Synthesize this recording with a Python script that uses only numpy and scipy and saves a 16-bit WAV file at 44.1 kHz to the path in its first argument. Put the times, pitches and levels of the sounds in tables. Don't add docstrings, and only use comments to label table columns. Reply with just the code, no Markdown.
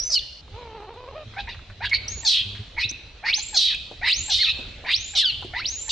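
import sys
import numpy as np
from scipy import signal
from scipy.fft import rfft, irfft
from scipy.io import wavfile
from scipy.ndimage import uniform_filter1d

SR = 44100
rng = np.random.default_rng(int(sys.argv[2]) if len(sys.argv) > 2 else 0)


def dump(signal):
    limited = np.clip(np.atleast_2d(signal).T, -1, 1)
    pcm = np.round(limited * 32767).astype(np.int16)
    wavfile.write(sys.argv[1], SR, pcm)


def ratio_of_db(decibels):
    return 10 ** (np.asarray(decibels, float) / 20)


N = 260631


def evened(x):
    return x / np.sqrt(np.mean(x ** 2) + 1e-20)


def read(points, hz):
    f, value = np.transpose(points)
    return np.interp(np.log(hz + 1), np.log(f + 1), value)


def add(mix, s, sound):
    part = mix[round(s * SR):][:len(sound)]
    part += sound[:len(part)]


def played(rows, fade=0.0011):
    s, *columns = np.transpose(rows)
    t = np.arange(s[0], s[-1], 1 / SR)
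    since_start = t - s[0] + (s[0] == 0)
    edge = np.clip(np.minimum(since_start, s[-1] - t) / fade, 0, 1)
    return t, [np.interp(t, s, c) for c in columns], edge


def wobble(length, hz):
    noise = rng.standard_normal(length + 2000)
    return evened(signal.lfilter(*signal.butter(2, hz, fs=SR), noise)[2000:])


def resonate(x, hz, width):
    turn = np.exp(2j * np.pi * np.cumsum(hz * np.ones(len(x))) / SR)
    r = np.exp(-np.pi * width / SR)
    return 2 * (turn * signal.lfilter([(1 - r) ** 2], [1, -2 * r, r * r], x / turn)).real


def coloured(x, points):
    return irfft(rfft(x) * ratio_of_db(read(points, np.fft.rfftfreq(N, 1 / SR))), N)


def voiced(rows, throat, order, tilt_db, jitter_hz, shimmer_db, air_db=-40, dips=(), fade=0.0012):
    t, (hz, level_db), edge = played(rows, fade)
    hz = uniform_filter1d(hz, 400, mode="nearest")
    hz = hz * (1 - sum(drop * np.exp(-.5 * ((t - s) / width) ** 2) for s, drop, width in dips))
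    turns = np.cumsum(hz + jitter_hz * wobble(len(t), 290)) / SR
    k = np.arange(1, 13)[:, None]
    slope_db = np.minimum(tilt_db, 9)
    share_db = read(throat, k * hz) - read(throat, order * hz) + slope_db * np.log2(k / order)
    harmonics = ratio_of_db(share_db) * (k * hz < 16000) * np.cos(2 * np.pi * k * turns)
    leak = ratio_of_db(air_db) * evened(resonate(rng.standard_normal(len(t)), 0.897 * hz, 1100))
    loudness = np.sqrt(2) * ratio_of_db(level_db + shimmer_db * wobble(len(t), 100))
    return t[0], loudness * edge * (harmonics.sum(0) + leak)


NOTE_PEAK, NOTE_START_DB, NOTE_END_DB = 0.34, -7, -9


def note(start, length, first_hz, last_hz, db, arch):
    u = np.linspace(0, 1, num=20)
    hz = (first_hz + (last_hz - first_hz) * u) * (1 + arch * np.sin(np.pi * u))
    return np.c_[start + length * u, hz, db + np.interp(u, [0, NOTE_PEAK, 1], [NOTE_START_DB, 0, NOTE_END_DB])]


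LEAD_S, LEAD_FULL_HZ, LEAD_GONE_HZ = .016, 2400, 2700


def ahead(x):
    hz = np.fft.rfftfreq(N, 1 / SR)
    lead = LEAD_S * np.clip((LEAD_GONE_HZ - hz) / (LEAD_GONE_HZ - LEAD_FULL_HZ), 0, 1)
    return irfft(rfft(x) * np.exp(2j * np.pi * np.cumsum(lead) * hz[1]), N)


def low(rows):
    return rows + [LEAD_S, 0, 0]


def young_one():
    return ahead(whistling() + clean_notes() + chest_voice() + screeching())


KNEE_HZ = 5490
CREEP_HZ_PER_S, WAVER_HZ, DROOP_HZ, DROOP_S = 4200, 54.6, 260, 0.0046
BURST_DB, BURST_S = 6.5, 0.037


def whistle(start, end, top_hz, settle_s, db):
    t = np.linspace(start, end, num=40)
    aim_hz = top_hz - CREEP_HZ_PER_S * (end - t)
    hz = aim_hz - (aim_hz[0] - KNEE_HZ) * np.exp(-(t - start) / settle_s)
    hz -= DROOP_HZ * np.exp((t - end) / DROOP_S)
    waver = wobble(SR // 4, 24)[((t - start) * SR).astype(int)]
    hz += WAVER_HZ * waver * np.minimum((t - start) / settle_s, 1)
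    return np.c_[t, hz, db + BURST_DB * np.exp(-(t - start) / BURST_S)]


LEAP_HZ, LEAP_BEND = 2490, 1.3
# f/Hz, level/dB
CLIMB_GAIN = [(1100, -15.5), (1800, -7), (2450, -1), (3000, -6), (4100, 3.5), (5600, -6.5)]


def climb(start, leap, knee, first_hz, db):
    t = np.linspace(start, knee, num=40)
    shot = 1 - np.clip((knee - t) / (knee - leap), 0, 1) ** LEAP_BEND
    hz = np.interp(t, [start, leap], [first_hz, LEAP_HZ]) + (KNEE_HZ - LEAP_HZ) * shot
    return np.c_[t, hz, db + read(CLIMB_GAIN, hz)]


def joined(tables):
    out = [list(tables[0])]
    for rows in tables[1:]:
        if rows[0][0] - out[-1][-1][0] < .002:
            out[-1] = out[-1] + list(rows)
        else:
            out.append(list(rows))
    return out


# start t/s, end t/s, top f/Hz, settling t/s, level/dB
WHISTLES = [
    (0, 0.106, 6150, 0.006, -32.5),
    (2.08, 2.217, 6930, 0.012, -39),
    (2.889, 2.914, 7400, 0.04, -39),
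    (3.355, 3.396, 6560, 0.014, -32.5),
    (3.413, 3.553, 7660, 0.00092, -39),
    (4.152, 4.307, 7600, 0.03, -34.5),
    (4.966, 5.146, 7540, 0.065, -40),
    (5.678, 5.926, 7540, 0.035, -35),
]
# start t/s, leap t/s, knee t/s, start f/Hz, level/dB
CLIMBS = [
    (3.275, 3.327, 3.355, 1740, -19),
    (4.085, 4.107, 4.152, 1498, -21.5),
    (4.9, 4.929, 4.966, 1601, -20.5),
    (5.609, 5.644, 5.677, 1101, -26),
]
# start t/s, length t/s, first f/Hz, last f/Hz, level/dB
SQUEAKS = [
    (2.213, 0.062, 7030, 7180, -39),
    (2.836, 0.0285, 3473, 3940, -21.5),
    (3.745, .025, 2557, 2320, -25.5),
    (5.312, 0.04, 2960, 2820, -29.5),
]
# f/Hz, level/dB
THROAT = [(500, -1.5), (900, -6), (1500, 13), (2200, 5), (3000, 5), (4200, -6.5), (5500, -15.5),
          (7500, -35), (10000, -42.5), (14000, -64)]


def whistling():
    out = np.zeros(N)
    arches = [whistle(*row) for row in WHISTLES] + [climb(*row) for row in CLIMBS]
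    arches = sorted(arches, key=lambda rows: rows[0, 0])
    for rows in joined(arches) + [note(*row, arch=0.06) for row in SQUEAKS]:
        add(out, *voiced(rows, THROAT, order=1, tilt_db=-7, jitter_hz=50, shimmer_db=3.0, air_db=-15))
    return out


def outburst(start, length, db, first_hz, last_hz):
    t = np.linspace(0, length, num=40)
    attack_s = 0.032
    effort_db = db - 11 * np.clip(1 - t / attack_s, 0, 1) - 17 * np.maximum(t - attack_s, 0) - 150 * t ** 2
    return with_throat(np.c_[start + t, effort_db, first_hz + (last_hz - first_hz) * t / length])


def with_throat(rows):
    t = rows[:, 0] - rows[0, 0]
    return np.c_[rows, np.interp(t, [0, 0.032, 0.1, 0.22], [-14.5, -40.5, -40.5, 1.5])]


THROAT_EVEN_DB, THROAT_SLOPE = -29.5, 0.26


def opening(start, knee, end, db, mouth_hz, end_db):
    effort_db = db + np.array([-18.5, 0, end_db])
    throat_db = THROAT_SLOPE * (THROAT_EVEN_DB - np.maximum.accumulate(effort_db))
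    return np.c_[[start, knee, end], effort_db, mouth_hz * np.ones(3), throat_db]


def rough_pulses(t):
    rate, rough = np.full(len(t), 700.), np.ones(len(t))
    for chest in chest_notes():
        s, hz, _ = np.transpose(chest)
        rate = np.where(t > s[0], np.interp(t, s, hz), rate)
        disorder = [.5, .65] if hz[-1] < hz[0] else [.75, .9]
        rough = np.where(t > s[0], np.interp(t, [s[-1] - .025, s[-1]], disorder), rough)
    phase = np.cumsum(rate * (1 + .075 * rough * wobble(len(t), 200))) / SR % 1
    pulses = (np.diff(phase, prepend=0) < 0) * ratio_of_db(2.0 * rough * wobble(len(t), 300))
    puffs = (.5 + np.exp(-phase / 2.8)) * rng.standard_normal(len(t))
    return (1 - .42 * rough) * evened(pulses) + .42 * rough * evened(puffs), phase, rough


def screech(rows, lips_db=0):
    t, (effort_db, mouth_hz, throat_db), edge = played(rows, fade=0.0038)
    drive, phase, rough = rough_pulses(t)
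    mouth = resonate(resonate(drive, mouth_hz, 1600), mouth_hz, 2600)
    fresh = np.exp(-(t - t[0]) / 0.07)
    lips_hz = (1.32 + 0.27 * fresh) * mouth_hz
    mouth += ratio_of_db(lips_db - 11.5 + 5.6 * fresh) * resonate(resonate(drive, lips_hz, 1500), lips_hz, 1600)
    hiss_db = -29.5 + 0.74 * (effort_db + 27.5) + 2.4 * wobble(len(t), 45)
    mouth += ratio_of_db(hiss_db) * 4 * fresh * (1 - fresh) * resonate(drive, 8600, 6000)
    unstable = np.cos(2 * np.pi * np.cumsum(mouth_hz * (1 + .04 * wobble(len(t), 40))) / SR)
    chopped = 1 + 1.14 * np.cos(2 * np.pi * phase)
    squeal = rough * unstable * chopped * ratio_of_db(3.7 * wobble(len(t), 73))
    throat_hz = np.interp(t, [t[0], t[0] + 0.079], [2150, 2450])
    throat = resonate(resonate(drive, throat_hz, 1400), throat_hz, 2100)
    if t[-1] < 5.9:
        edge = edge * np.clip((t[-1] - t) / min(.045, .3 * (t[-1] - t[0])), 0, 1)
    upper = evened(.65 * evened(mouth) + .5 * evened(squeal))
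    return t[0], ratio_of_db(effort_db) * edge * (upper - ratio_of_db(np.minimum(throat_db, 16)) * evened(throat))


# t/s, effort level/dB, mouth f/Hz
FIRST_SCREECH = [
    (0.094, -40, 5700),
    (0.119, -23, 5400),
    (0.167, -12.5, 4350),
]
# start t/s, length t/s, effort level/dB, first mouth f/Hz, last mouth f/Hz
SCREECHES = [
    (2.247, 0.2, -16.5, 4332, 3126),
    (3.384, 0.03, -25, 4350, 4300),
    (3.542, 0.22, -17, 4285, 3500),
    (4.295, 0.24, -18.5, 3880, 3700),
    (5.149, 0.089, -16, 3785, 3580),
    (5.89, .025, -16.5, 3950, 3900),
]
# start t/s, knee t/s, end t/s, effort level at the knee/dB, mouth f/Hz
BARKS = [
    (1.376, 1.399, 1.428, -33.5, 3705),
    (1.487, 1.489, 1.56, -36.5, 3800),
    (1.822, 1.859, 1.89, -26.5, 3714),
    (1.93, 1.951, 1.982, -24, 4010),
    (2.779, 2.813, 2.86, -26, 4220),
    (5.548, 5.591, 5.635, -33, 4200),
]
GROWLS = [
    (3.247, 3.261, 3.322, -34, 4370),
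    (4.028, 4.067, 4.13, -26.5, 3900),
    (4.861, 4.923, 4.945, -22.5, 3720),
]


def screeching():
    out = np.zeros(N)
    harsh = [opening(*row, end_db=-12.5) for row in BARKS] + [opening(*row, end_db=11) for row in GROWLS]
    for rows in harsh + [with_throat(np.array(FIRST_SCREECH))]:
        add(out, *screech(rows, lips_db=-12))
    for row in SCREECHES:
        add(out, *screech(outburst(*row)))
    return out


# start t/s, length t/s, first f/Hz, last f/Hz, level/dB
GRUNTS = [
    (1.361, 0.058, 717, 764, -33),
    (1.469, 0.044, 840, 866, -42),
    (1.8, 0.06, 700, 963, -35.5),
    (2.767, 0.033, 749, 955, -36.5),
    (3.226, 0.043, 591.6, 924.5, -34.5),
    (3.369, 0.041, 752, 757, -44),
    (4.01, 0.066, 643.3, 970, -39),
    (4.853, 0.039, 693.5, 993, -38),
    (5.529, 0.074, 602, 1026, -36.5),
]
# start t/s, length t/s, first f/Hz, level/dB
BREAKS = [
    (0.09, 0.074, 700, -50),
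    (2.23, 0.065, 930.4, -43),
    (3.525, 0.054, 875, -40.5),
    (4.279, 0.058, 873, -40),
    (5.131, 0.06, 827, -43),
    (5.877, 0.049, 904, -42.5),
]


def chest_notes():
    grunts = [note(*row, arch=.13) for row in GRUNTS]
    sag = 4500
    sagging = [note(s, length, hz, hz - sag * length, db, 0.07) for s, length, hz, db in BREAKS]
    return sorted(map(low, grunts + sagging), key=lambda rows: rows[0, 0])


# f/Hz, level/dB
CHEST = [(500, -1.5), (900, -4), (1500, -6), (2200, -3.5), (3000, -17.5), (4300, -10.5), (6000, -29.5),
         (10000, -63)]


def chest_voice():
    out = np.zeros(N)
    for rows in chest_notes():
        add(out, *voiced(rows, CHEST, order=1, tilt_db=-2.5, jitter_hz=36.0, shimmer_db=3.5, fade=0.0092))
    return out


# start t/s, length t/s, first f/Hz, last f/Hz, level/dB
YELPS = [
    (1.911, 0.055, 2207, 2332, -23),
]
WHINES = [
    (1.826, 0.058, 1662, 1640, -30.5),
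    (2.77, 0.049, 2154, 2210, -27.5),
    (2.81, 0.036, 2354, 2678, -22),
    (4.025, 0.049, 1790, 2150, -24.5),
    (4.868, 0.059, 1750, 2140, -32.5),
    (5.532, 0.082, 1800, 2110, -33),
]
# t/s, f/Hz, level of the second harmonic/dB
ENDINGS = [
    [(0.152, 1580, -31), (0.157, 1522, -25.5), (0.183, 1410, -29), (0.189, 1230, -42), (0.196, 1148, -41)],
    [(3.68, 2640, -61), (3.705, 2208, -44), (3.726, 1790, -35.5), (3.756, 1615, -36.5), (3.77, 1600, -40)],
    [(4.395, 1950, -35.5), (4.42, 2153, -18), (4.436, 2120, -20), (4.45, 1750, -22.5), (4.466, 1370, -31.5),
     (4.5, 1290, -24.5), (4.522, 1287, -29.5)],
    [(5.215, 2149, -43), (5.227, 2090, -26.5), (5.25, 1700, -22), (5.265, 1519, -21), (5.292, 1480, -29),
     (5.313, 1314, -29)],
]
ENDING_TILTS = [14, -8.5, -3, -1]
ENDING_JITTERS_HZ = [12, 18, 45, 12]
# f/Hz, level/dB
OPEN_THROAT = [(1250, -31), (1600, -19), (2100, -15), (2700, -1), (4300, 1), (5600, -24), (8000, -46),
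               (12000, -65)]


def clean_notes():
    out = np.zeros(N)
    for row in YELPS:
        rows = low(note(*row, arch=-0.0194))
        add(out, *voiced(rows, OPEN_THROAT, order=1, tilt_db=-13, jitter_hz=45.4, shimmer_db=4.5, fade=.003))
    for row in WHINES:
        rows = low(note(*row, arch=0.0279))
        add(out, *voiced(rows, OPEN_THROAT, order=1, tilt_db=-25, jitter_hz=70, shimmer_db=4.5, fade=0.0095))
    for rows, tilt_db, jitter_hz in zip(ENDINGS, ENDING_TILTS, ENDING_JITTERS_HZ):
        add(out, *voiced(rows, OPEN_THROAT, order=2, tilt_db=tilt_db, jitter_hz=jitter_hz, shimmer_db=2.5))
    return out


# t/s, peak level/dB, treble against it level/dB
SNAPS = [(2.0807, -40.5, 11), (2.9132, -29, -16), (3.5964, -30, -7), (3.6666, -41, -6),
         (3.748, -39.5, 10.5), (4.088, -60, -17), (4.583, -66.5, -26), (4.933, -47, -19.5),
         (5.201, -53, -25), (5.4177, -46, -5)]


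def snaps():
    out, t = np.zeros(N), np.arange(400) / SR
    for s, db, treble_db in SNAPS:
        crack = rng.standard_normal(400) * np.exp(-t / 0.00096)
        add(out, s, ratio_of_db(db + 2.5) * (crack + ratio_of_db(treble_db) * np.diff(crack, prepend=0)))
    return out


# t/s, peak level/dB, centre f/Hz, time to die by 60 dB t/s
SCUFFS = [(0.479, -40.5, 960, 0.03), (0.8, -41, 780, 0.11), (0.823, -41.5, 865, 0.16),
          (0.938, -34.5, 703.5, 0.063), (1.335, -41, 1570, 0.21), (1.545, -37, 1540, 0.083),
          (1.591, -38.5, 1490, 0.042), (1.699, -36, 1610, 0.066), (1.894, -30, 3820, 0.068),
          (2.17, -39.5, 405, 0.13), (2.548, -41, 1800, 0.3), (2.847, -36, 247, 0.066),
          (2.908, -29, 223, 0.057), (3.912, -31.5, 563, 0.087), (4.588, -29.5, 365, 0.11),
          (4.838, -35, 792, 0.16), (5.424, -29.5, 840, 0.06), (5.446, -24, 283, 0.062)]


def scuffs():
    out, t = np.zeros(N), np.arange(5000) / SR
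    for s, db, hz, t60 in SCUFFS:
        puff = evened(resonate(rng.standard_normal(len(t)), hz, 0.76 * hz)) + 0.13 * rng.standard_normal(len(t))
        add(out, s, ratio_of_db(db - 3.5 - 60 * t / np.clip(t60, .01, .4)) * np.minimum(t / 0.0016, 1) * puff)
    return out


# t/s, f/Hz, level of the second harmonic/dB
COO = [
    (.51, 376.3, -53.5),
    (.595, 498, -45),
    (.72, 433, -47.5),
    (.765, 455.4, -45),
    (.795, 398, -48.5),
    (.93, 487.7, -47),
    (1.05, 503, -47),
    (1.17, 640, -49),
    (1.255, 577, -57),
]
# t/s, pitch drop as a share 0-1, width t/s
HICCUPS = [
    (.88, 0.19, 0.011),
    (.948, 0.25, .012),
    (1.066, .1, 0.00977),
    (1.133, 0.3, 0.014),
]
# f/Hz, level/dB
COO_THROAT = [(300, -7.5), (500, -0.5), (1000, 3), (1500, -10.5), (2000, -11.5), (2500, -5.5),
              (3300, -11.5), (7000, -42)]


def coo():
    out = np.zeros(N)
    add(out, *voiced(COO, COO_THROAT, order=2, tilt_db=-4.5, jitter_hz=14, air_db=-36.0, dips=HICCUPS,
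                     shimmer_db=4.0, fade=.03))
    return out


# f/Hz, t/s
TREES = [(500, 0.84), (1500, 0.22), (2600, 0.84), (4000, 0.72), (7000, 1.5), (12000, 1)]
# f/Hz, level/dB
ECHO_COLOUR = [(500, 1), (1500, -11), (2500, 2.5), (4000, 0.5), (6000, -14.5), (9000, -7.5), (14000, -33.5)]


def trees(x, same):
    taps = np.zeros((2, SR))
    at = np.arange(300, SR - 20, 20) + rng.integers(0, 20, (2, (SR - 301) // 20))
    np.put_along_axis(taps, at, rng.choice([-1., 1.], at.shape), 1)
    taps[1] = same * taps[0] + np.sqrt(1 - same ** 2) * taps[1]
    hz, t, z = signal.stft(taps, SR, nperseg=256)
    decay_db = read(ECHO_COLOUR, hz)[:, None] - 60 * t / read(TREES, hz)[:, None]
    tail = signal.istft(z * ratio_of_db(decay_db), SR, nperseg=256)[1]
    tail = tail / np.linalg.norm(tail[0])
    before = np.arange(N) < .412 * SR
    first, later = [signal.fftconvolve((x * part)[None], tail, axes=1)[:, :N] for part in (before, ~before)]
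    return first * before + later


def ducking(x):
    power_db = 10 * np.log10(abs(uniform_filter1d(x ** 2, size=2000)) + 1e-12)
    fall = np.arange(N) * 111 / SR
    over_db = np.maximum(np.maximum.accumulate(power_db + fall) - fall + 25, 0)
    return ratio_of_db(-uniform_filter1d(over_db, size=600))


# t/s, level/dB
GUSTS = [(0, 2.5), (.36, -2), (0.563, 3.5), (.9, -1), (1.45, 4), (1.74, 0.5), (2.07, 7.5), (2.45, 2.5),
         (3.3, 1.5), (3.97, 2), (4.6, 8), (5.1, 1.5), (5.46, 4.5), (5.91, 2.5)]
# f/Hz, share 0-1
SAME = [(60, 1), (210, 0.89), (700, 0.85), (2400, 0.59), (8200, 0.07)]


def air(spectrum, db, ref_band):
    frames, hz = N // 256 + 5, np.fft.rfftfreq(2048, 1 / SR)
    a, b, c, d, patches = rng.standard_normal((frames // 2 + 4, 1025, 5)).T
    patches = evened(uniform_filter1d(uniform_filter1d(patches, 12, 0), 5, 1))
    same, left = np.clip(read(SAME, hz), -1, 1)[:, None], a + 1j * b
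    z = np.array([left, same * left + np.sqrt(1 - same ** 2) * (c + 1j * d)])
    shape = ratio_of_db(read(spectrum, hz))
    inside = (hz > ref_band[0]) & (hz < ref_band[1])
    z = z * shape[:, None] * ratio_of_db(2.5 * patches)
    x = evened(signal.istft(z, nperseg=2048, noverlap=1536)[1][:, :N])
    level_db = db + np.interp(np.arange(N) / SR, *np.transpose(GUSTS))
    return x * ratio_of_db(level_db) * np.linalg.norm(shape) / np.linalg.norm(shape[inside])


# f/Hz, level per Hz/dB
HISS = [(71, -58.5), (120, -2.5), (178, -9), (612, -11.5), (1010, -17.5), (1250, -17), (3170, -11.5),
        (3600, -11.5), (4010, -8), (4460, -17), (8650, -36), (11200, -38), (19000, -120)]


def leaves():
    return air(HISS, db=-60, ref_band=(200, 650))


# f/Hz, level per Hz/dB
RUMBLE = [(12, -44.5), (20, -14), (38, 6.5), (52, 8.5), (121, 0), (157, -34), (179, -43.5), (260, -15),
          (340, -56), (570, -120)]


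def wind():
    return air(RUMBLE, db=-47.5, ref_band=(30, 160))


# start t/s, end t/s, first firing f/Hz, last firing f/Hz, level/dB
MOTOR = [
    (1.221, 1.729, 113.6, 83.2, -52),
    (1.673, 2.196, 97.3, 95.2, -47),
    (2.375, 2.64, 98.5, 103.6, -41),
    (2.831, 2.904, 101, 101, -36.5),
]


def motor():
    out = np.zeros(N)
    for start, end, first_hz, last_hz, db in MOTOR:
        t, (hz, level_db), edge = played([(start, first_hz, db), (end, last_hz, db)], fade=0.042)
        turns = 2 * np.pi * np.cumsum(hz) / SR
        orders = np.sin(turns) + ratio_of_db(-13.5) * np.sin(2 * turns)
        orders += ratio_of_db(-31.5) * np.sin(3 * turns) + ratio_of_db(-20.5) * np.sin(4 * turns)
        add(out, t[0], np.sqrt(2) * ratio_of_db(level_db + 5.95 * wobble(len(t), 15.2)) * edge * orders)
    return out


def scene():
    near = young_one() + snaps() + scuffs()
    bounce = resonate(np.roll(near, 75), 6200, 8000) * np.array([[1], [-1]])
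    voices = near + ratio_of_db(-7.5) * bounce + coo() + motor()
    echo = ratio_of_db(-16) * trees(near, same=0.55)
    return voices + echo + ducking(near) * (wind() + leaves())


def low_pass(x):
    return signal.sosfilt(signal.butter(12, 15500, fs=SR, output="sos"), x)


# f/Hz, level/dB
LEAN = [(60, -1.2), (1000, -.3), (4000, -1.0), (12000, -.5)]
# f/Hz, level/dB
MICROPHONE = [(20, 0), (6500, 0), (8000, -5), (10000, -15), (12000, -27), (16000, -40)]


def record(dry):
    lean = np.array(LEAN)
    sides = [coloured(dry[0], lean * [1, .5]), coloured(dry[1], lean * [1, -.5])]
    mix = coloured(np.array(sides), MICROPHONE)
    return low_pass(mix)


dry = scene()
out = record(dry)
dump(out)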